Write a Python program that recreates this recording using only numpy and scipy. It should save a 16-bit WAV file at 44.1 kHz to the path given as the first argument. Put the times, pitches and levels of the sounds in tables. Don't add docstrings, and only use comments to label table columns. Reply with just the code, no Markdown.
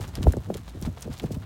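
import sys
import numpy as np
from scipy import signal
from scipy.fft import rfft, irfft, next_fast_len
from scipy.io import wavfile

SR = 44100
rng = np.random.default_rng(int(sys.argv[2]) if len(sys.argv) > 2 else 0)


def wav_record(signal):
    frames = np.transpose(np.atleast_2d(signal))
    bounded = np.clip(frames, -1, 1)
    quanta = np.round(bounded * 32767).astype(np.int16)
    wavfile.write(sys.argv[1], SR, quanta)


N = 63945
TIME_S = np.arange(N) / SR

# frequency in Hz, relative density in dB.
WIND_SPECTRUM = [(20, -54), (35, -15), (60, 5.5), (100, -9), (200, -12.5), (500, -31.5), (1500, -36.5),
                 (4000, -43.5), (10000, -49.5), (16000, -55)]
HERD_SPECTRUM = [(50, -13.5), (100, 16.5), (200, 0), (500, -20.5), (1000, -21), (2000, -39.5)]
CLOD_SPECTRUM = [(300, 1.5), (700, 7), (1400, 2), (2400, -3.5), (4000, -3.5), (16000, -66)]
SAND_SPECTRUM = [(800, -13.5), (2000, -3), (4000, 2), (7000, 2.5), (11000, -4.5), (16000, -6)]
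SOIL_SPECTRUM = [(60, -24.5), (150, 7.5), (300, -2), (600, -10.5), (1000, -32.5), (2000, -44.5),
                 (8000, -47)]
# time in seconds, level in dB.
HERD_LEVELS = [(0, -34), (0.12, -44), (0.3, -39), (0.6, -42.5), (0.7, -63), (0.79, -38.5), (0.92, -39.5),
               (1.0, -50), (1.13, -40), (1.18, -45), (1.36, -37)]
# centre in seconds, half-width in seconds, clods in dB, sand in dB.
CRUNCHES = [(0.02, 0.014, -42, -46.5), (0.043, 0.02, -44.5, -51.5), (0.089, 0.018, -51.5, -55.5),
            (0.171, 0.03, -46, -62), (0.232, 0.011, -41, -43.5), (0.296, 0.016, -47.5, -55),
            (0.323, 0.0095, -49.5, -56.5), (0.447, 0.026, -54.5, -57.5), (0.546, 0.0076, -48, -48),
            (0.576, 0.016, -46.5, -54), (0.686, 0.021, -50, -52), (0.833, 0.013, -46.5, -50),
            (0.86, 0.012, -40, -48), (0.976, 0.01, -48, -66), (1.023, 0.048, -52.5, -57.5),
            (1.137, 0.027, -46, -53), (1.187, 0.018, -52.5, -51.5), (1.203, 0.0073, -41.5, -68),
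            (1.234, 0.013, -53, -51), (1.264, 0.011, -47, -53.5), (1.325, 0.011, -69, -44.5),
            (1.35, 0.0083, -46, -51), (1.431, 0.011, -44.5, -66)]
# time in seconds, knock level in dB, knock pitch in Hz,
# thump level in dB, thump pitch in Hz.
HOOF_FALLS = [(0.003, -31.5, 403, -23.5, 91), (0.087, -38.5, 256, -36.5, 75), (0.185, -26.5, 231, -23, 67),
              (0.211, -25, 239, -23.5, 95), (0.244, -24.5, 183, -19.5, 116), (0.253, -48, 215, -14, 69.4),
              (0.2708, -10.5, 550, -6, 76.6), (0.303, -33.5, 285, -24.5, 65.4),
              (0.341, -25.5, 490, -32.5, 76), (0.3718, -23, 477, -21, 134), (0.380, -33.5, 335, -26, 69.4),
              (0.481, -39, 203, -33.5, 137), (0.504, -17, 501, -33, 150), (0.525, -31, 460, -36, 121),
              (0.557, -27.5, 380, -31, 110), (0.603, -40, 223, -40, 98), (0.755, -35, 256, -47, 98),
              (0.774, -38.5, 327, -40, 84), (0.825, -26.5, 286, -28.5, 68.6), (0.851, -39, 414, -26.5, 61),
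              (0.878, -21.5, 213, -22, 83), (0.974, -36, 770, -50, 81), (1.063, -29.5, 180, -28, 84),
              (1.079, -28, 470, -40, 131), (1.103, -28.5, 227, -27, 91), (1.242, -18, 316, -16.5, 146),
              (1.310, -26.5, 375, -28.5, 126), (1.336, -32, 206, -34, 93), (1.37, -29.5, 260, -29, 77)]
# start in seconds, relative level in dB, pitch in Hz, relative bandwidth.
PEBBLE_HITS = [(0.0782, -34, 6800, 0.14), (0.154, -17, 4200, 0.42), (0.2302, -20.5, 2530, 0.3),
               (0.2825, -29, 9100, 0.33), (0.323, -22.5, 8100, .4), (0.3353, -26.5, 1540, 0.17),
               (0.368, -32.5, 6900, 0.19), (0.5419, -20, 3540, 0.17), (0.5706, -24.5, 6500, 0.62),
               (0.6952, -29, 4250, 0.13), (0.814, -27.5, 10400, 0.56), (0.825, -22.5, 4840, 0.27),
               (0.8534, -32, 6000, 0.36), (1.0088, -28.5, 9500, 0.82), (1.0224, -22.5, 7700, 0.26),
               (1.026, -22.5, 5550, 0.12), (1.1291, -29.5, 3950, 0.42), (1.138, -31.5, 7500, .5),
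               (1.171, -31.5, 3220, 0.2), (1.1979, -20, 2680, 0.3)]


def from_db(db):
    return 10 ** (np.asarray(db) / 20)


def unit_rms(x):
    return x / np.sqrt(np.mean(x ** 2) + 1e-20)


def colour(x, spectrum):
    size = 2 * next_fast_len(N)
    hz, db = np.transpose(spectrum)
    bins_hz = np.maximum(np.arange(size // 2 + 1) * SR / size, 1)
    gain = from_db(np.interp(np.log(bins_hz), np.log(hz), db))
    gain /= np.sqrt(1 + (.5 * hz[0] / bins_hz) ** 4)
    cepstrum = irfft(np.log(gain))
    cepstrum[1:size // 2] *= 2
    cepstrum[size // 2 + 1:] = 0
    response = np.exp(rfft(cepstrum))
    return unit_rms(irfft(rfft(x, size) * response)[:N])


def grains(per_s, spread_db):
    sizes = from_db(spread_db * np.minimum(rng.exponential(1, N), 5))
    return (rng.random(N) < per_s / SR) * sizes * rng.choice([-1, 1], N)


def wind(level_db=-45.5, sway_db=4):
    sway = np.interp(TIME_S, np.linspace(0, TIME_S[-1], num=16), rng.standard_normal(16))
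    return from_db(level_db + sway_db * sway) * colour(rng.standard_normal(N), WIND_SPECTRUM)


def herd_patter():
    level_db = np.interp(TIME_S, *np.transpose(HERD_LEVELS))
    return from_db(level_db) * colour(grains(per_s=240, spread_db=1), HERD_SPECTRUM)


def grit(clod_bed_db=-59, sand_bed_db=-65):
    centre_s, half_width_s, clod_db, sand_db = np.transpose(CRUNCHES)
    grinding = np.exp(-2 * ((TIME_S[:, None] - centre_s) / half_width_s) ** 2)
    out = np.zeros(N)
    for crunch_db, bed_db, spectrum in ((clod_db, clod_bed_db, CLOD_SPECTRUM),
                                        (sand_db, sand_bed_db, SAND_SPECTRUM)):
        power = from_db(bed_db) ** 2 + grinding @ from_db(crunch_db) ** 2
        out += np.sqrt(power) * colour(grains(per_s=3500, spread_db=4.5), spectrum)
    return out


def soil_puffs(gain_db=-8.5, rise_s=0.011, fall_s=0.017):
    power = np.zeros(N)
    for at_s, knock_db, *_ in HOOF_FALLS:
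        age_s = TIME_S - at_s
        envelope = np.exp(-np.maximum(-age_s / rise_s, age_s / fall_s))
        power += (from_db(knock_db) * envelope) ** 2
    return from_db(gain_db) * np.sqrt(power) * colour(rng.standard_normal(N), SOIL_SPECTRUM)


def crust_knocks(fade_cycles=1.344, period_growth=1.422, jitter_cycles=0.049, crumble_s=0.0016):
    sink = np.log(period_growth)
    lowpass = signal.butter(2, .5 / crumble_s, fs=SR, output="sos")
    jitter = jitter_cycles * unit_rms(signal.sosfilt(lowpass, rng.standard_normal(N)))
    out = np.zeros(N)
    for at_s, level_db, pitch_hz, _, _ in HOOF_FALLS:
        period_ratio = np.maximum(1 + sink * pitch_hz * (TIME_S - at_s), 1e-9)
        cycles = np.log(period_ratio) / sink
        envelope = np.exp(-(cycles / fade_cycles) ** 2)
        out += from_db(level_db) * envelope * np.sin(2 * np.pi * (cycles + jitter))
    return out


def ground_thumps(delay_s=0.00048, peak_cycles=0.99, sharpness=3.23):
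    out = np.zeros(N)
    for at_s, _, _, level_db, pitch_hz in HOOF_FALLS:
        cycles = np.maximum(TIME_S - at_s - delay_s, 0) * pitch_hz
        load = cycles / peak_cycles
        envelope = (load * np.exp(1 - load)) ** sharpness
        out += from_db(level_db) * envelope * np.sin(2 * np.pi * cycles)
    return out


def pebble_clicks(gain_db=-9, crack_s=0.00055, skid_db=-16.5, skid_s=0.0093):
    out = np.zeros(N)
    for start_s, level_db, pitch_hz, width in PEBBLE_HITS:
        age_s = np.maximum(TIME_S - start_s, 0)
        envelope = np.exp(-age_s / crack_s) + from_db(skid_db) * np.exp(-age_s / skid_s)
        contact = (TIME_S >= start_s) * envelope * rng.choice([-1, 1], N)
        low_hz, high_hz = pitch_hz / (1 + width), min(pitch_hz * (1 + width), SR / 2 - 1000)
        resonance = signal.butter(1, [low_hz, high_hz], "band", fs=SR, output="sos")
        band_makeup = np.sqrt(SR / 2 / (high_hz - low_hz))
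        out += from_db(level_db + gain_db) * band_makeup * signal.sosfilt(resonance, contact + 1e-18)
    return out


def scene():
    hooves = crust_knocks() + ground_thumps() + soil_puffs() + pebble_clicks() + grit()
    return (hooves + herd_patter() + wind())[None]


def record(dry, cutoff_hz=16000):
    return signal.sosfilt(signal.ellip(10, .1, 80, cutoff_hz, fs=SR, output="sos"), dry)


dry = scene()
out = record(dry)
wav_record(out)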